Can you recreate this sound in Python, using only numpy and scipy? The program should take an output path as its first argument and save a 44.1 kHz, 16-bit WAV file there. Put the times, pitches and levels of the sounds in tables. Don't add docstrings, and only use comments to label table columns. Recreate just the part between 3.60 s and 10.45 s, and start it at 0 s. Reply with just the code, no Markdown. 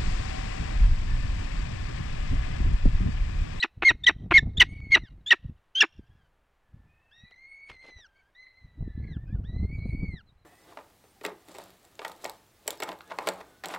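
import sys
import numpy as np
from scipy import signal
from scipy.fft import rfft, irfft
from scipy.io import wavfile
from scipy.ndimage import uniform_filter1d

SR = 44100
rng = np.random.default_rng(int(sys.argv[2]) if len(sys.argv) > 2 else 0)


def unload_audio(sound):
    columns = np.transpose(np.atleast_2d(sound))
    steps = np.round(np.clip(columns, -1, 1) * 32767)
    wavfile.write(sys.argv[1], SR, steps.astype(np.int16))


N = 302083
TIME = np.arange(N) / SR
CUTOFF_HZ = 15900

# time_s, peak_db, pitch_hz, wake_s
BUFFETS = [(0.983, -18.5, 89, .02), (1.437, -35, 138, 0.016), (1.859, -28.5, 70.2, 0.029),
           (1.898, -31.5, 135.6, .03), (2.395, -35.5, 178.9, 0.024), (2.5, -47, 70.2, .12),
           (3.146, -40, 89.5, 0.11), (3.639, -44.5, 109, .014), (4.11, -48, 49.6, 0.062),
           (4.369, -47, 49.7, 0.037), (5.049, -41.5, 79, 0.059), (5.208, -32, 120.3, .03),
           (5.279, -29.5, 188, .02), (5.379, -27.5, 138, .03), (5.569, -26, 143, 0.041),
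           (5.73, -25.5, 108.3, .05), (6.031, -20.5, 127.5, .02), (6.26, -20.5, 92, 0.017),
           (6.35, -24.5, 149, 0.036), (6.433, -24, 142, 0.035)]


def from_db(db):
    return 10 ** (np.asarray(db) / 20)


def rms_one(x):
    return x / np.sqrt(np.mean(x ** 2) + 1e-20)


def in_time(rows):
    s, *columns = np.transpose(rows)
    return [np.interp(TIME, s, column) for column in columns]


def at_hz(points, hz):
    f, db = np.transpose(points)
    return from_db(np.interp(np.log(np.maximum(hz, 1)), np.log(f), db))


def response(points, size=4096):
    cepstrum = irfft(np.log(at_hz(points, np.fft.rfftfreq(size, 1 / SR))))
    fold = 1 + np.sign(size // 2 - np.arange(size))
    fold[0] = 1
    return irfft(np.exp(rfft(cepstrum * fold)))


def noise(points):
    colour = response(points)
    white = rng.standard_normal(N + len(colour) - 1)
    return rms_one(signal.fftconvolve(white, colour, "valid"))


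def flutter(rate_hz, count, warm_up=4000):
    low = signal.butter(2, rate_hz, fs=SR, output="sos")
    return rms_one(signal.sosfilt(low, rng.standard_normal(count + warm_up)))[warm_up:]


def fading(count, depth_db, rate_hz):
    return from_db(depth_db * flutter(rate_hz, count))


def gate(t, start, end, edge):
    opening = 1 + np.tanh((t - start) / edge)
    closing = 1 - np.tanh((t - end) / edge)
    return opening * closing / 4


def syrinx(notes, edge_s, edge_share, jitter, shimmer, rough_hz, rasp_db, half_db, sag_db=20):
    # frequency_hz, gain_db
    overtones = [(3400, -7), (3850, -5.5), (4350, -14.5), (5000, -19), (5850, -20), (6500, -26.5),
                 (7800, -37), (8700, -44), (11000, -59.5), (16000, -63)]
    # frequency_hz, gain_db
    rasp = [(200, -14), (1200, -12), (2500, 7.5), (3900, 4.5), (4700, 0.5), (6000, -9), (8000, -15.5),
            (11000, -29), (16000, -37)]
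    voice, air = np.zeros(N), np.zeros(N)
    for start, first, second, hz0, hz1, hz2, db0, db1, db2, overtone_db, rough in notes:
        turn, end = start + first, start + first + second
        span = (TIME > start - .04) & (TIME < end + .04)
        t = TIME[span]
        count = len(t)
        settle = 1 - np.interp(t, [turn, end], [1, 0]) ** 2
        hz = np.interp(t, [start, turn], [hz0, hz1]) + (hz2 - hz1) * settle
        shaken_hz = hz * (1 + jitter * rough * flutter(rough_hz, count))
        phase = 2 * np.pi * np.cumsum(shaken_hz) / SR
        opening = gate(t, start, end, edge_s + edge_share * (end - start))
        upper = np.zeros(count)
        for k in range(2, 8):
            gain = at_hz(overtones, k * hz) * (k * hz < CUTOFF_HZ)
            upper += gain * fading(count, depth_db=3.5, rate_hz=70) * np.sin(k * phase)
        between = sum(at_hz(rasp, k * hz / 2) / k * np.sin(k * phase / 2) for k in (1, 3))
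        half = rough * from_db(half_db) * fading(count, depth_db=6.0, rate_hz=67) * between
        level = from_db(np.interp(t, [start, turn, end], [db0, db1, db2])) * opening
        harsh_db = sag_db * np.clip(np.log2(hz1 / hz), 0, 1)
        wave = np.sin(phase) + half + from_db(overtone_db + harsh_db) * opening * upper
        voice[span] += level * wave * (1 + shimmer * rough * flutter(rough_hz, count))
        air[span] += level * rough
    return voice + from_db(rasp_db) * air * noise(rasp)


def squeak(start, length, hz, db, overtone_db):
    turn, rise = .55, .11
    swell_db, fade_db, rough = 2.5, 4.5, .16
    return (start, turn * length, (1 - turn) * length, hz, hz * (1 + rise * turn), hz * (1 + rise),
            db - swell_db, db, db - fade_db, overtone_db, rough)


def yelp(start, length, hz, db, overtone_db, rough):
    drop_ratio, turn, swell_db = 1.2, .5, 9
    return (start, turn * length, (1 - turn) * length, drop_ratio * hz, hz, hz,
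            db - swell_db, db, db, overtone_db, rough)


def bark(start, length, hz, end_hz, db, fade_db, overtone_db, rough, split_db):
    hold = .59 * length
    swell_db_per_s = 171.5
    lead_s, lead_swell_db, lead_rough = .006, 6.5, .35
    lead_db = db - 22
    lead = (start - 2 * lead_s, lead_s, lead_s, hz, hz, hz,
            lead_db - lead_swell_db, lead_db, lead_db + lead_swell_db, overtone_db, lead_rough)
    body = (start, hold, length - hold, hz, hz, end_hz,
            db - swell_db_per_s * hold, db, db - fade_db, overtone_db, rough)
    split_s, split_fade_db, split_overtones_db, split_rough = .0058, 4.5, -11, .38
    split_hz = 1.47 * end_hz
    split = (start + length - 2 * split_s, split_s, split_s, split_hz, split_hz, split_hz,
             split_db - split_fade_db, split_db, split_db - split_fade_db, split_overtones_db, split_rough)
    return [lead, body, split]


def sharp_calls():
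    # start_s, length_s, start_pitch_hz, level_db, overtones_db
    squeaks = [(0.0, 0.019, 3770, -28, 12.5), (0.438, 0.013, 3474, -24.5, 3),
               (0.972, 0.017, 3350, -24, 6.5), (1.663, 0.038, 3332, -28.5, 9), (2.153, 0.06, 3040, -21, 0)]
    # start_s, length_s, landing_pitch_hz, level_db, overtones_db, roughness
    yelps = [(.025, 0.0062, 2830, -20, -.5, 0.52), (0.466, 0.006, 3100, -8.5, -1, 0.23),
             (.999, 0.012, 2950, -7, 7.5, 0.19), (1.706, 0.0061, 2876, -8.5, -1.5, 0.3),
             (2.203, 0.015, 2747, -9, 1.5, .13)]
    # start_s, length_s, pitch_hz, end_pitch_hz, level_db,
    # fade_db, overtones_db, roughness, split_tone_db
    barks = [ (.028, 0.014, 1952, 1746, -17.5, 6, -1, 0.05, -18.5),
             (.250, 0.056, 2143, 1850, -9, 5.5, -5, 0.08, -26),
             (0.472, .022, 1966, 1844, -8, 7, -1, .17, -28.5),
             (0.74, 0.055, 2166, 1768, -6, 11, -9, .14, -36.5),
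             (1.007, 0.021, 2023, 1832, -7.5, 3.5, -10.5, 0.54, -17),
             (1.319, .038, 2157, 1926, -10.5, -1.5, -4.5, .12, -14),
             (1.712, 0.019, 1900, 1782, -7.5, 3.5, -8.5, 0.21, -14),
             (2.217, 0.012, 1752, 1640, -12, 1.5, 2.5, 0.2, -21)]
    notes = [squeak(*row) for row in squeaks] + [yelp(*row) for row in yelps]
    for row in barks:
        notes += bark(*row)
    return syrinx(notes, edge_s=.0015, edge_share=.008, jitter=.09, shimmer=.15, rough_hz=596,
                  rasp_db=-12.0, half_db=-7.5)


def creaks(unevenness=.059, scatter_db=-1.5, rasp_db=-17, puff_s=.0013, soft_hz=3800):
    # start_s, length_s, relative_level_db, slowing_octaves
    creak_rows = [(0.041, 0.019, -14.5, 0.98), (0.2213, .018, -17, 0), (0.303, .018, -11.5, .68),
                  (0.492, .019, -12.5, .85), (0.709, 0.018, -12, 0.11), (1.027, .013, -17, 0.54),
                  (1.358, 0.023, -12.5, .6), (1.729, .019, -15, 0.61), (2.23, 0.022, -11.5, 0.89)]
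    # frequency_hz, gain_db
    creak_colour = [(120, -24.5), (330, 5), (520, -7.5), (750, -1.5), (1550, 3), (1950, -0.5), (2600, 2),
                    (3300, -13.5), (4000, -13), (4800, -26), (7000, -37.5), (16000, -56)]
    mid_rate_hz, fade_db_per_octave = 345, 16.5
    first_db = -7.5
    clicks = np.zeros(N)
    for start, length, db, slowing in creak_rows:
        s, end = start, start + length
        for slip, force in rng.standard_normal((16, 2)):
            slack = np.interp(s, [start, end], [0, slowing])
            if s < end:
                pulse_db = db + first_db * (s == start) - fade_db_per_octave * slack + scatter_db * force
                clicks[round(s * SR)] = from_db(pulse_db)
            s += np.exp(unevenness * slip) / (mid_rate_hz * 2 ** (slowing / 2 - slack))
    clicks_in = clicks + 1e-18
    rounding = signal.butter(4, soft_hz, fs=SR, output="sos")
    pulses = signal.sosfilt(rounding, clicks_in)
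    puff_level = signal.lfilter([1], [1, -np.exp(-1 / (puff_s * SR))], clicks_in)
    puffs = puff_level * rng.standard_normal(N)
    throat = response(creak_colour)
    return signal.fftconvolve(pulses + from_db(rasp_db) * puffs, throat / abs(throat).max())[:N]


def wails(jitter=.045, shimmer=1.0, rough_hz=110, waver=.0067, waver_hz=25, level_db=-.97,
          purity=.55, full_db=-55):
    # time_s, pitch_hz, relative_level_db
    wail_curves = [
        [(1.06, 2140, -56), (1.152, 2247, -53), (1.276, 2194, -51.5), (1.41, 2040, -60), (1.49, 1933, -61.5)],
        [(3.51, 1807, -62), (3.764, 2055, -60.5), (3.856, 2158, -52), (3.95, 2190, -52), (4.086, 2207, -51),
         (4.17, 2043, -56.5), (4.272, 2080, -51.5), (4.47, 1863, -59.5)],
        [(4.75, 2030, -57.5), (4.844, 2022, -55), (4.912, 2046, -63), (5.01, 2043, -61), (5.154, 1958, -74.5),
         (5.386, 2000, -69), (5.454, 2150, -58.5), (5.575, 1900, -63)],
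        [(5.84, 1868, -62), (6.09, 2133, -57.5), (6.136, 2280, -49.5), (6.206, 2237, -53), (6.462, 2238, -47.5),
         (6.615, 1897, -59.5)],
    ]
    # scoop_share_of_pitch, upper_harmonics_db
    voicing = [(.05, -2.5), (.2, -1.5), (.11, -13), (0.31, -3.5)]
    # frequency_hz, gain_db
    upper_colour = [(4500, -10), (5700, -12.5), (6200, -22.5), (6700, -38), (7500, -40.5), (8700, -30),
                    (10000, -40), (14000, -54)]
    # frequency_hz, gain_db
    second_colour = [(2900, -8), (3400, -2), (3800, 1), (4000, -5), (4200, -13), (4350, -20), (4550, -21)]
    # time_s, added_roughness
    cracks = [(3.72, 0.3), (4.89, 0.22), (5.44, 0.51), (6.13, 0.09), (6.3, 0.16)]
    crack_s, steady_rough = .042, .21
    scoop_s, scoop_db = .012, -3.5
    droop, droop_s = .28, .08
    out = np.zeros(N)
    hoarse = steady_rough + sum(rough * np.exp(-((TIME - s) / crack_s) ** 2) for s, rough in cracks)
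    for rows, (depth, bright_db) in zip(wail_curves, voicing):
        start, end = rows[0][0], rows[-1][0]
        span = (TIME > start - .03) & (TIME < end + .03)
        hz, first_db = [column[span] for column in in_time(rows)]
        t = np.clip(TIME[span], start, end)
        scoop = np.exp((start - t) / scoop_s)
        first_db = first_db + scoop_db * scoop
        sag = droop * np.interp(t, [end - droop_s, end], [0, 1]) ** 2
        hz = hz * (1 - depth * scoop) * (1 - sag)
        first_level = from_db(first_db)
        second_level = first_level * at_hz(second_colour, 2 * hz)
        rough, count = hoarse[span], len(hz)
        hz = hz * (1 + waver * flutter(waver_hz, count) + jitter * rough * flutter(rough_hz, count))
        phase = 2 * np.pi * np.cumsum(hz) / SR
        upper = np.zeros(count)
        for k in range(3, 6):
            gain = at_hz(upper_colour, k * hz) * fading(count, depth_db=6.0, rate_hz=7.7)
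            upper += gain * np.sin(k * phase)
        upper *= from_db(bright_db + purity * np.minimum(first_db - full_db, 0))
        tone = first_level * (fading(count, depth_db=2.5, rate_hz=35) * np.sin(phase) + upper)
        tone += second_level * fading(count, depth_db=2.0, rate_hz=22) * np.sin(2 * phase)
        opening = gate(TIME[span], start, end, edge=.002)
        out[span] += tone * opening * (1 + shimmer * rough * flutter(rough_hz, count))
    return np.sqrt(2) * from_db(level_db) * out


def peep(start, length, hz, turn_hz, end_hz, db, overtone_db):
    turn, fade_db, rough = .68, 1, .25
    return (start, turn * length, (1 - turn) * length, hz, turn_hz, end_hz,
            db - fade_db, db, db - fade_db, overtone_db, rough)


def chicks():
    # start_s, length_s, start_pitch_hz, turn_pitch_hz, end_pitch_hz, level_db, overtones_db
    peeps = [ (2.345, 0.34, 1543, 1700, 1533, -74, -0.5), (3.05, .5, 1703, 1804, 1815, -76, -17),
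             (3.28, .45, 2437, 2730, 2360, -71, -19.5), (4.461, 0.24, 1596, 1550, 1607, -69.5, -7),
             (4.558, 0.062, 2215, 2250, 2147, -67.5, 1), (5.247, .41, 1830, 1640, 1797, -63.5, -15),
             (5.66, 0.069, 2473, 2500, 2350, -69, -1), (5.676, 0.101, 1566, 1780, 1425, -60.5, -13.5),
             (6.174, 0.18, 4170, 4170, 4330, -66.5, -11), (6.671, 0.042, 4143, 3800, 3770, -65.5, -3),
             (6.776, .07, 4110, 3916, 4020, -77.5, 0)]
    return syrinx([peep(*row) for row in peeps], edge_s=.006, edge_share=.03, jitter=.07, shimmer=1.2,
                  rough_hz=45, rasp_db=-22, half_db=-22)


def brushes(grain_db=5.0, grain_hz=90):
    # centre_s, width_s, level_db
    contacts = [(0.633, .003, -75.5), (1.204, 0.0022, -56), (3.713, 0.0039, -58.5), (4.102, 0.014, -45.5),
                (4.141, 0.023, -61), (4.251, 0.026, -56), (4.289, 0.022, -54.5), (4.388, 0.021, -61.5)]
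    # frequency_hz, gain_db
    brush_colour = [(150, -1.5), (400, 6), (800, 4.5), (1300, -2), (2300, 2.5), (4000, -5.5), (7000, -18.5),
                    (11000, -33), (16000, -39)]
    level = sum(from_db(db) / (1 + ((TIME - s) / width) ** 2) ** 2 for s, width, db in contacts)
    grains = np.zeros(N)
    for band_hz in ([100, 1200], [1200, 3500], [3500, 15000]):
        band = signal.butter(2, band_hz, "band", fs=SR, output="sos")
        grains += signal.sosfilt(band, noise(brush_colour)) * fading(N, grain_db, grain_hz)
    return level * rms_one(grains)


def forest(x, near_db=-22, near_t60=.12, far_db=-40, far_t60=.62, trunks_per_s=120):
    t = TIME[:SR]
    near, far = rng.standard_normal((2, SR)) * from_db(-60 * t / np.array([[near_t60], [far_t60]]))
    far = far * (rng.random(SR) < trunks_per_s / SR) * (t > .025)
    bright = signal.butter(1, 3000, "high", fs=SR, output="sos")
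    middle = signal.butter(1, [3000, 6000], "band", fs=SR, output="sos")
    near = signal.sosfilt(bright, rms_one(near))
    far = signal.sosfilt(middle, rms_one(far))
    echo = (from_db(near_db) * near + from_db(far_db) * far) / np.sqrt(SR)
    return signal.fftconvolve(x, echo)[:N]


def wind_strength():
    # time_s, relative_level_db
    spells = [
        [(0.13, -71), (0.176, -44), (0.24, -45.5), (0.272, -59), (0.312, -33.5), (0.384, -49), (0.878, -27.5),
         (0.946, -46), (0.984, -26.5), (1.064, -39), (1.45, -40.5), (1.476, -79), (1.51, -42), (1.65, -57.5)],
        [(5.12, -72), (5.216, -29), (5.336, -44.5), (5.384, -33), (5.658, -42), (5.76, -27.5), (5.846, -37.5),
         (6.038, -25.5), (6.096, -35.5), (6.24, -31), (6.514, -34), (6.572, -40.5), (6.596, -59), (6.85, -66.5)],
    ]
    calm_db, spell_fade_db_per_s = -80, 153
    wake_db, wake_rise_s = -10.5, .025
    power = from_db(calm_db) ** 2
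    for rows in spells:
        outside_s = np.abs(TIME - np.clip(TIME, rows[0][0], rows[-1][0]))
        power = power + from_db(in_time(rows)[0] - spell_fade_db_per_s * outside_s) ** 2
    for s, db, _, wake_s in BUFFETS:
        distance = np.maximum((s - TIME) / wake_rise_s, (TIME - s) / wake_s)
        wake = np.exp(-np.minimum(distance, 20))
        power = power + (from_db(db + wake_db) * wake) ** 2
    return np.sqrt(power)


def wind(level_db=-.5, lump_db=4.0, lump_hz=35, even_s=.06):
    # frequency_hz, gain_db
    wind_colour = [(13, -33.5), (22, -3.5), (44, 5), (113, -1), (232, -14.5), (429, -29), (573, -39),
                   (657, -35), (1010, -51), (1300, -46.5), (1690, -79), (2860, -120)]
    eddies = noise(wind_colour) * fading(N, lump_db, lump_hz)
    eddies = eddies / np.sqrt(uniform_filter1d(eddies ** 2, int(even_s * SR)) + 1e-9)
    low = signal.butter(4, 1300, fs=SR, output="sos")
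    out = signal.sosfilt(low, from_db(level_db) * wind_strength() * eddies)
    for s, db, hz, _ in BUFFETS:
        u = 2 * np.pi * hz * (TIME - s)
        out -= from_db(db) * u * np.exp(np.maximum((1 - u ** 2) / 2, -60))
    return out


def still_air(level_db=-70):
    # frequency_hz, gain_db
    air_colour = [(25, 6.5), (80, -4.5), (160, -15), (500, -11.5), (800, -10.5), (1700, -15), (2500, -19.5),
                  (4000, -27.5), (5200, -32), (15500, -39)]
    return from_db(level_db) * noise(air_colour)


def scene():
    adults = sharp_calls() + creaks() + wails()
    nest = adults + chicks() + brushes()
    mono = nest + forest(nest) + wind() + still_air()
    return np.array([mono, mono])


def record(dry):
    ceiling = .68
    rounded = dry / (1 + (dry / ceiling) ** 10) ** (1 / 10)
    low = signal.ellip(10, .05, 70, CUTOFF_HZ, fs=SR, output="sos")
    return signal.sosfiltfilt(low, rounded)


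dry = scene()
out = record(dry)
unload_audio(out)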